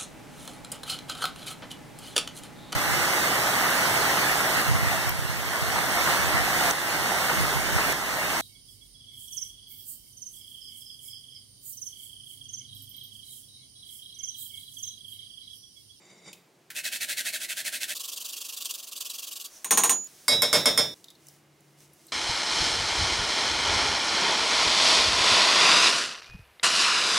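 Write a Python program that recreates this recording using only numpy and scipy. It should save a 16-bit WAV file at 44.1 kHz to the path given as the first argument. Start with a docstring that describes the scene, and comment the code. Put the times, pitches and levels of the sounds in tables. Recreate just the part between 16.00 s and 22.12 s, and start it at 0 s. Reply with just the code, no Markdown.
"""Ginger is grated on a glass grater over a ceramic pot of broth: fibres snap on the teeth, stroke by stroke.
A spoon scrapes the glass first. Later the grater knocks the pot's rim in two bursts of decaying modes,
crack and boom that a limiter flattens; then a knife works softly through raw chicken (rubs and snaps).
In the fast middle stretch the strokes, knocks and air are quicker and higher."""
import sys
import numpy as np
from scipy import signal
from scipy.fft import rfft, irfft, next_fast_len
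from scipy.io import wavfile
from scipy.ndimage import uniform_filter1d, minimum_filter1d

SR = 44100
rng = np.random.default_rng(int(sys.argv[2]) if len(sys.argv) > 2 else 0)


def int16_out(signal):
    """Quantize to a 16-bit WAV file."""
    q = np.round(np.clip(np.atleast_2d(signal).T, -1, 1) * 32767)
    wavfile.write(sys.argv[1], SR, q.astype(np.int16))


N = 269886
T = np.arange(N) / SR


def amp(db):
    """Decibels to gain."""
    return 10 ** (np.asarray(db) / 20)


def unit(x):
    """Scales to rms 1."""
    return x / np.sqrt(np.mean(x ** 2) + 1e-20)


def read(points, hz):
    """A table joined by straight lines on a log-frequency axis."""
    f, value = np.transpose(points)
    return np.interp(np.log(hz + 1), np.log(f + 1), value)


def level(points):
    """Gain over time from rows of (time [s], level [dB]); silent outside them."""
    return amp(np.interp(T, *np.transpose(points), left=-200, right=-200))


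def swells(rows):
    """Gain over time from bell-shaped swells: rows of (middle [s], length [s], level [dB])."""
    power = np.zeros(N)
    for middle_s, length_s, db in rows:
        offset = 2 * (T - middle_s) / length_s
        power += amp(db) ** 2 * np.exp(-2 * np.minimum(offset ** 2, 100))
    return np.sqrt(power)


def between(start_s, stop_s):
    """True from start to stop."""
    return (T >= start_s) & (T < stop_s)


def colour(x, points, speed=1):
    """Filters by a spectrum, moved up by the speed."""
    size = next_fast_len(x.shape[-1])
    hz = np.fft.rfftfreq(size, 1 / SR)
    return irfft(rfft(x, size) * amp(read(points, hz / speed)), size)[..., :x.shape[-1]]


def low_cut(x, hz):
    """Takes away the deepest bass."""
    return signal.sosfilt(signal.butter(N=4, Wn=hz, btype="high", fs=SR, output="sos"), x)


def noise(size):
    """Two unrelated noises: middle and side."""
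    return rng.standard_normal((2, size))


def grains(per_s, spread_db):
    """A dense train of tiny snaps of uneven size."""
    sizes = amp(spread_db * np.minimum(rng.exponential(1, N), 4))
    return unit(noise(N) * sizes * (rng.random(N) < per_s / SR))


def resonate(x, hz, width_hz):
    """A one-pole resonance, shifted up to a frequency that may follow a curve."""
    turn = np.exp(2j * np.pi * np.cumsum(hz * np.ones(x.shape[-1])) / SR)
    r = np.exp(-np.pi * width_hz / SR)
    return 2 * (turn * signal.lfilter([1 - r], [1, -r], x / turn + 1e-18)).real


def resonate_twice(x, hz, width_hz):
    """Two equal resonances in series, for steeper skirts."""
    return resonate(resonate(x, hz, width_hz), hz, width_hz)


def fade(t, t60):
    """Falls by 60 dB in t60."""
    return np.exp(-np.log(1000) * t / t60)


def add(mix, s, sound):
    """Mixes a sound in at time s."""
    part = mix[:, round(s * SR):][:, :sound.shape[1]]
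    part += sound[:, :part.shape[1]]


# kitchen decay at natural speed: (frequency [Hz], t60 [s])
ROOM_DECAY = [(100, 0.75), (300, 0.4), (1000, 0.28), (4000, 0.29), (9000, 0.27), (16000, 0.43)]


def die_away(x, speed, rise_cycles=4):
    """Lets each band build up (bass slowest) and decay as the kitchen does."""
    hz, t, z = signal.stft(x, SR, nperseg=256)
    hz, t = hz[:, None] / speed, t * speed
    swell = 1 - np.exp(-t / (rise_cycles / (hz + 150) + 0.004))
    decayed = z * swell * fade(t, read(ROOM_DECAY, hz))
    return signal.istft(decayed, SR, nperseg=256)[1][:, :x.shape[1]]


def in_room(x, wet_db, speed=1):
    """A sound with its diffuse tail."""
    tail = die_away(noise(SR // 2), speed)
    tail /= np.linalg.norm(tail[0])
    return x + amp(wet_db) * signal.oaconvolve(x, tail, axes=1)[:, :N]


# reflections off pot, hands and counter, at natural speed: (delay [s], level [dB])
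CLOSE_ECHOES = [(.0017, -35), (.0031, -19), (.0049, -28), (.0077, -21.5), (0.011, -16)]


def reflect(x, speed):
    """Adds the close reflections, which comb the spectrum."""
    out = x.copy()
    for delay_s, db in CLOSE_ECHOES:
        add(out, delay_s / speed, amp(db) * x)
    return out


# background air spectrum at natural speed: (frequency [Hz], density [dB per Hz])
AIR_SPECTRUM = [(25, -44), (50, -26), (80, -17.5), (130, -2), (180, -0.5), (260, -4), (350, 0.5), (500, -6),
                (680, -5.5), (1400, -13), (2200, -13), (3300, -16), (7000, -19), (16000, -28)]
AIR_DB = -63


def room_air(speed):
    """Steady coloured noise, moved up by the speed."""
    return amp(AIR_DB) * unit(colour(noise(N), AIR_SPECTRUM, speed))


# narrow scrape resonances: (frequency [Hz], width of each of two passes [Hz], level [dB])
SPOON_MODES = [(2140, 310, -1), (3660, 100, 2.5), (3890, 38, 4.5), (4730, 160, -0.5), (5460, 80, -1),
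               (6070, 100, 0), (6950, 160, -.5), (7530, 110, 0.5), (8370, 90, -8), (9060, 140, -7.5),
               (9360, 180, -11), (10330, 110, -13)]
# dull rubbing under the scrape: (frequency [Hz], density [dB per Hz])
DULL_SPECTRUM = [(40, -32), (110, -8), (170, 3), (260, -9), (340, -3), (650, -5), (1300, -14.5),
                 (3000, -15), (16000, -53)]
# harder bites of the spoon: (middle [s], length [s], level [dB])
SPOON_BITES = [(.11, 0.034, -56), (.281, 0.049, -48)]
# light drag, then lift-off
DRAG_DB, LIFT_S, LIFT_DB_PER_S = -61, 0.29, 110


def spoon(dull_db=-3):
    """Metal slips on glass, ringing narrow resonances over a dull rubbing."""
    slips = grains(per_s=2800, spread_db=1.5)[:, :SR // 2]
    ring = sum(amp(db) * resonate_twice(slips, hz, width_hz) for hz, width_hz, db in SPOON_MODES)
    scrape = np.zeros((2, N))
    add(scrape, 0, unit(ring) + amp(dull_db) * unit(colour(slips, DULL_SPECTRUM)))
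    drag = amp(DRAG_DB - LIFT_DB_PER_S * np.clip(T - LIFT_S, 0, 1))
    return in_room(scrape * np.hypot(drag, swells(SPOON_BITES)), wet_db=-4.5)


# touches of spoon, ginger and knife:
# (time [s], level [dB], low edge of snap [Hz], ring level [dB], t60 [s])
TOUCHES = [(0.33, -40, 2500, -12, 0.043), (0.7023, -36.5, 1420, -9, 0.1), (4.0444, -38.5, 6100, -8, 0.015),
           (5.0427, -35, 3630, 13, 0.016), (5.084, -45, 3770, 21, 0.033), (5.103, -46, 3500, 5, 0.045),
           (5.1517, -53.5, 4120, 19, 0.036), (5.269, -42.5, 6100, 3, .015), (5.285, -40.5, 5200, -19, .02),
           (5.607, -50.5, 7100, -10.5, 0.0086), (5.9335, -53, 9040, -2, 0.051),
           (6.068, -46.5, 7800, -15, .025), (6.083, -52.5, 4100, 17, 0.087)]


def ticks():
    """Short bright snaps, each with one low ring."""
    out, t = np.zeros((2, N)), np.arange(SR // 8) / SR
    for s, db, edge_hz, ring_db, t60 in TOUCHES:
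        snap = colour(noise(len(t)), [(edge_hz * 0.81, -24), (edge_hz, 0), (16000, -10)])
        ring = resonate(snap, edge_hz * 0.954, 500)
        add(out, s, amp(db) * unit(snap + amp(ring_db) * ring) * fade(t, t60))
    return in_room(out, wet_db=-7)


# evenly paced runs of strokes: (middle of first stroke [s], stroke to stroke [s])
STROKE_RUNS = [(.783, .0826), (1.354, .0798), (1.967, .0417), (2.298, .0402), (2.707, .0443),
               (3.065, .0435)]
# pressure on the teeth: (time [s], level [dB])
PRESS_LEVEL = [(.783, -32.5), (.93, -30), (1.27, -29.5), (1.42, -32), (1.91, -31), (1.98, -34.3),
               (2.55, -36), (2.67, -33.5), (2.88, -40), (2.98, -34.5), (3.46, -37)]
GRATING_END_S = 3.48
STROKE_S = 0.05  # mean, at natural speed
PUSH_DB, PUSH_SHORTER = 0.5, 0.085  # added for a push, reversed for a pull; the second is a fraction


def stroke_plan(start_s, stop_s, speed):
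    """Pulls and louder, shorter pushes in turn: rows of (middle [s], length [s], level [dB])."""
    ends = [s for s, _ in STROKE_RUNS[1:]] + [GRATING_END_S + STROKE_RUNS[-1][1] / 2]
    runs = [np.arange(s, end - step / 2, step) for (s, step), end in zip(STROKE_RUNS, ends)]
    middles = np.concatenate(runs)
    middles = middles[(middles >= start_s) & (middles < stop_s)]
    push = -(-1.) ** np.arange(len(middles))  # -1 = pull, 1 = push
    db = np.interp(middles, *np.transpose(PRESS_LEVEL)) + PUSH_DB * push
    return list(zip(middles, STROKE_S / speed * (1 - PUSH_SHORTER * push), db))


# ginger tearing on the teeth, at natural speed: (frequency [Hz], density [dB per Hz])
RASP_SPECTRUM = [(50, -31), (120, -31), (240, -11), (480, -19), (600, -9), (760, -11), (900, -17),
                 (1180, -20.5), (1500, 0.5), (2700, 1), (4300, 1.5), (5300, -0.5), (9500, 1), (15500, -8)]
# tough fibres that snag and tear: (middle [s], length [s], level [dB])
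FIBRE_SNAGS = [(1.679, .008, -30), (2.624, 0.0064, -34.5), (2.657, 0.0098, -29.5), (2.711, 0.0065, -29),
               (3.01, 0.0077, -32.5)]


def grating(strokes, speed, squareness=3.54, ease_db=1.65, catch_db=0.56,
            hollow_hz=1850, swing_hz=380, hollow_db=4, upper_ratio=2.0, upper_db=-1, press_hollow=0.91,
            plate_hz=2590, plate_db=1, bare_db=9, cover_s=0.23, pot_hz=608, pot_db=3):
    """Fibres snap on the teeth in each stroke; hollows under the ginger slide in pitch as it travels."""
    pressure = np.zeros(N)
    for s, length_s, db in strokes:
        place = np.clip((T - s) / (0.52 * length_s), -3, 3)
        pressure += amp(db - ease_db * place) * np.exp(-abs(place) ** squareness)  # bites, then eases
    middles = [row[0] for row in strokes]
    snags = [row for row in FIBRE_SNAGS if middles[0] < row[0] < middles[-1]]
    pressure = np.hypot(pressure, swells(snags))

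    # rows of teeth catch and let go
    catches = amp(catch_db * unit(uniform_filter1d(rng.standard_normal(N), size=220)))
    snaps = grains(per_s=7000 * speed, spread_db=0.5)
    tearing = colour(snaps * pressure * catches, RASP_SPECTRUM, speed)

    travel = np.sin(np.pi * np.interp(T, middles, np.arange(len(strokes))))
    # each stroke takes a slightly new path
    grip = np.interp(T, middles, 1 + 0.072 * rng.standard_normal(len(strokes)))
    hz = speed * grip * (hollow_hz + swing_hz * travel)
    hollows = amp(hollow_db) * resonate(tearing, hz, 200 * speed)
    hollows += amp(upper_db) * resonate(tearing, upper_ratio * hz, 300 * speed)
    press_db = np.array([row[2] for row in strokes])
    # a firm press seals the hollows better
    hollows *= amp(press_hollow * np.interp(T, middles, press_db - press_db.mean()))

    # the glass rings freely until pulp covers it
    bare = np.exp(-np.maximum(T - STROKE_RUNS[0][0], 0) / cover_s)
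    plate = amp(plate_db + bare_db * bare) * resonate(tearing, plate_hz * speed, 110 * speed)
    pot = amp(pot_db) * resonate(tearing, pot_hz * speed, 50 * speed)  # the pot below sings along
    rasp = unit(reflect(tearing + hollows + plate, speed) + pot)
    return in_room(rasp * np.sqrt(np.mean(pressure ** 2)), wet_db=-9.5, speed=speed)


# wet rubbing and hiss: (frequency [Hz], density [dB per Hz])
WET_SPECTRUM = [(300, -13), (3000, -8), (4500, -6), (6000, -2), (7500, -6), (9800, -4.5), (12000, -10),
                (16000, -11.5)]
# rubs of fingers, ginger and meat: (middle [s], length [s], level [dB])
WET_RUBS = [(3.555, 0.15, -52), (4.97, .18, -61.5), (5.295, 0.2, -61), (5.68, .26, -70.5),
            (5.825, 0.093, -58), (6.07, 0.35, -61.5)]


def rubbing(spark_db=-7):
    """Wet surfaces slide with a fine hiss; the raw meat also parts with small sticky snaps."""
    on_meat = T > STRETCHES_PLAYED[-1][0]
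    snaps = on_meat * grains(per_s=250, spread_db=3.5)
    return unit(colour(noise(N) + amp(spark_db) * snaps, WET_SPECTRUM)) * swells(WET_RUBS)


# ginger sliding off the glass: (time [s], level [dB])
SLIDE_LEVEL = [(3.48, -73), (3.52, -61), (3.57, -53), (3.64, -67)]


def slide(slide_hz=6000, width_hz=1300):
    """Ginger slides off the glass: a soft swish of narrow noise."""
    return unit(resonate_twice(noise(N), slide_hz, width_hz)) * level(SLIDE_LEVEL)


# steady hiss behind the knocks: (from [s], to [s], level [dB])
HISS_SPANS = [(3.617, 4.076, -58), (4.07, 4.94, -55)]


def hiss():
    """A faint, even, high hiss: coloured noise gated on and off."""
    gain = sum(amp(db) * between(start_s, stop_s) for start_s, stop_s, db in HISS_SPANS)
    return unit(colour(noise(N), WET_SPECTRUM)) * gain


def ringing(hz, t60, db, t, spread_db=0):
    """Decaying modes, each starting at a chance phase in middle and side."""
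    start = np.exp(2j * np.pi * rng.random((2, len(hz))))
    start *= amp(spread_db * rng.standard_normal(len(hz)))
    decays = fade(t, t60[:, None]) * np.exp(2j * np.pi * hz[:, None] * t)
    return ((amp(db) * start) @ decays).real


# All knock tables are at natural speed.
# glass grater mode frequencies [Hz]
GLASS_MODE_HZ = [2184, 3277, 3555, 3660, 3882, 4506, 4673, 4812, 5021, 5052, 5302, 5330, 5479, 5905, 6912,
                 7455, 8150, 8342, 9128, 9380, 11280]
# same modes: (t60 [s], struck on edge [dB], on corner [dB], on face [dB])
GLASS_MODES = [(0.15, -28, -11, -15.5), (.24, -14, -26.5, -15.5), (0.48, -24.5, -30.5, -15),
               (0.41, -11.5, -25.5, -16), (0.81, -15, -13, -36.5), (.17, -31, -24.5, -39),
               (0.12, -15, -3.5, -36), (0.15, -12, -17.5, -18.5), (0.24, -8, -16, -24),
               (0.33, -13, -28.5, -24.5), (0.24, -16, -16, -5.5), (0.19, -16.5, -15.5, -15.5),
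               (0.45, -46.5, -33, -16.5), (.22, -40.5, -32.5, -51), (0.22, -25, -26.5, -22),
               (0.095, -9, -13.5, -21), (0.13, -27.5, -20, -25.5), (0.2, -37.5, -24.5, -33.5),
               (.17, -24.5, -22.5, -16.5), (0.14, -24, -14.5, -34), (0.15, -30, -20.5, -22)]
# filled pot's modes: (frequency [Hz], t60 [s], level [dB])
POT_MODES = [(256.6, 0.18, -25.5), (473.5, 0.17, -23), (579.5, 0.27, -24), (603.5, 0.17, -18.5),
             (1047, 0.097, -19), (1463, 0.1, -25)]
# crack of the contact: (frequency [Hz], density [dB per Hz])
CRACK_SPECTRUM = [(30, -58), (200, -48.5), (700, -5), (1100, 8), (1900, 3), (2900, -8), (5000, -14),
                  (9000, -1), (11400, -6), (12300, -13.5), (16000, -15)]
# boom of pot and stove: (frequency [Hz], density [dB per Hz])
BOOM_SPECTRUM = [(35, -57.5), (80, -17), (130, -2.5), (260, -6), (350, -6.5), (480, 2.5), (600, -1),
                 (720, -1.5), (1100, -5), (2200, -4), (2900, -11), (5000, -6.5), (10500, -15), (15000, -26)]


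def knock(force_db, place, boom_db, speed, partials_hz,
          crack_db=-5.5, crack_t60=0.025, tail_db=-18.0, boom_side_db=-7,
          partials_db=-26, partials_t60=0.064, glass_side_db=1, glass_right=0.3):
    """A crack, the glass's modes and faint partials, and the pot's boom spreading through the room."""
    t = np.arange(SR * 2 // 3) / SR * speed
    t60, *place_db = np.transpose(GLASS_MODES)
    # blend the two nearest places of contact
    weights = np.maximum(1 - abs(np.arange(3) - np.clip(place, 0, 2)), 0)
    glass = ringing(np.array(GLASS_MODE_HZ), t60, weights @ np.array(place_db), t)
    faint_t60 = partials_t60 * (partials_hz / 7000) ** -0.2
    faint_db = partials_db + read(CRACK_SPECTRUM, partials_hz)
    add(glass, 0, ringing(partials_hz, faint_t60, faint_db, t[:SR // 4], spread_db=9))
    glass[1] = amp(glass_side_db) * glass[1] - glass_right * glass[0]  # held a little to the right

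    pot = ringing(*np.transpose(POT_MODES), t) * (1 - fade(t, 0.055))  # heavy pot takes a moment to sound
    crack = amp(crack_db) * unit(colour(noise(len(t)), CRACK_SPECTRUM, speed)) * fade(t, crack_t60)
    wash = amp(tail_db) * die_away(unit(colour(noise(len(t)), BOOM_SPECTRUM, speed)), speed)
    body = reflect(crack + amp(boom_db) * wash, speed) + amp(boom_db) * pot
    return amp(force_db) * (glass + body * amp([[0], [boom_side_db]]))


# tones around the cutting board: (frequency [Hz], width of each of two passes [Hz], level [dB])
BOARD_TONES = [(86, 25, -81), (323, 44, -71), (2110, 130, -80), (2880, 160, -81)]


def room_tones():
    """Narrow bands of noise that hang in the room while the meat is cut."""
    source = noise(N)
    tones = sum(amp(db) * unit(resonate_twice(source, hz, width_hz)) for hz, width_hz, db in BOARD_TONES)
    return tones * (T > STRETCHES_PLAYED[-1][0])


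# low hum: (time [s], level [dB])
HUM_LEVEL = [(5.1, -88), (5.25, -64), (5.55, -66), (5.85, -63.5), (6.0, -71.5), (6.12, -72)]
HUM_HZ = 145


def hum(waver_db=-11):
    """A low sine that wavers a little, by added narrow noise at its pitch."""
    waver = unit(resonate_twice(noise(N), HUM_HZ, 30))
    return unit(np.sin(2 * np.pi * HUM_HZ * T) + amp(waver_db) * waver) * level(HUM_LEVEL)


# microphone pair, side against middle: (frequency [Hz], level [dB])
SIDE_LEVEL = [(60, -27.5), (250, -15.5), (600, -9.5), (1500, -6.5), (3500, -13), (12000, -10)]
# microphone pair, left over right: (frequency [Hz], level [dB])
LEFT_OVER_RIGHT = [(200, 0), (2400, -.6), (4500, -1), (15000, -0.54)]


def microphone_pair(mix):
    """Turns middle and side into left and right."""
    middle, side = mix[0], colour(mix[1], SIDE_LEVEL)
    channels = []
    for sign in (1, -1):
        lean = [(hz, sign * db / 2) for hz, db in LEFT_OVER_RIGHT]
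        channels.append(colour(middle + sign * side, lean))
    return np.array(channels)


FAST = 1.771  # speed factor of the middle stretch
# abruptly starting and stopping stretches: (from [s], to [s], speed factor [1])
STRETCHES_PLAYED = [(0, 1.942, 1), (1.942, 4.073, FAST), (4.073, 4.942, 1), (4.942, 6.2, 1)]
# grater on pot: (time [s], force [dB], contact [0 = edge, 1 = corner, 2 = face], pot boom [dB])
POT_KNOCKS = [(3.645, -21.5, 0.36, 4), (3.7083, -6.5, 0.015, 6.5), (3.774, -9, 0, 8.5),
              (3.836, -8.5, 0.17, 6.5), (3.895, -6, 0.4, 2.5), (4.2812, 2, 1.22, -3),
              (4.4201, -7.5, 1.67, 2), (4.5293, -4, 1.61, 5.5), (4.657, -6.5, 1.8, 4.5),
              (4.776, -7.5, 1.93, 3.5)]
# treble of the fast stretch: (frequency [Hz], gain [dB])
FAST_TREBLE_GAIN = [(8000, 0), (11000, 0.5), (16000, -2)]
LOW_CUT_HZ = 54  # at natural speed


def scene():
    """Each stretch holds its own air, strokes and knocks; the small sounds lie on top."""
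    mix = spoon() + ticks() + rubbing() + slide() + hiss() + room_tones() + hum()
    partials_hz = rng.uniform(4000, 15000, size=44)  # the same glass rings in every knock
    for start_s, stop_s, speed in STRETCHES_PLAYED:
        part = room_air(speed)
        strokes = stroke_plan(start_s, stop_s, speed)
        if strokes:
            part += grating(strokes, speed)
        for s, *blow in POT_KNOCKS:
            if start_s <= s < stop_s:
                add(part, s, knock(*blow, speed, partials_hz))
        if speed > 1:
            part = colour(part, FAST_TREBLE_GAIN)
        gate = uniform_filter1d(1. * between(start_s, stop_s), size=128)
        mix += low_cut(part, LOW_CUT_HZ * speed) * gate
    return microphone_pair(mix)


def record(dry, limit_db=-15.5, recover_db_per_s=260, edge_hz=15950):
    """A fast limiter flattens the loud start of the knocks; then the band limit."""
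    power_db = 10 * np.log10(abs(uniform_filter1d((dry ** 2).mean(0), size=160)) + 1e-12)
    fall_db = T * recover_db_per_s
    held_db = np.maximum.accumulate(power_db + fall_db) - fall_db
    over_db = np.maximum(held_db - limit_db, 0)
    over_db = -minimum_filter1d(-over_db, size=100)  # looks a millisecond ahead
    limited = dry / amp(uniform_filter1d(over_db, size=40))
    band_limit = signal.firwin(401, edge_hz, window=("kaiser", 9), fs=SR)
    return signal.oaconvolve(limited, band_limit[None], "same")


dry = scene()
out = record(dry)
int16_out(out)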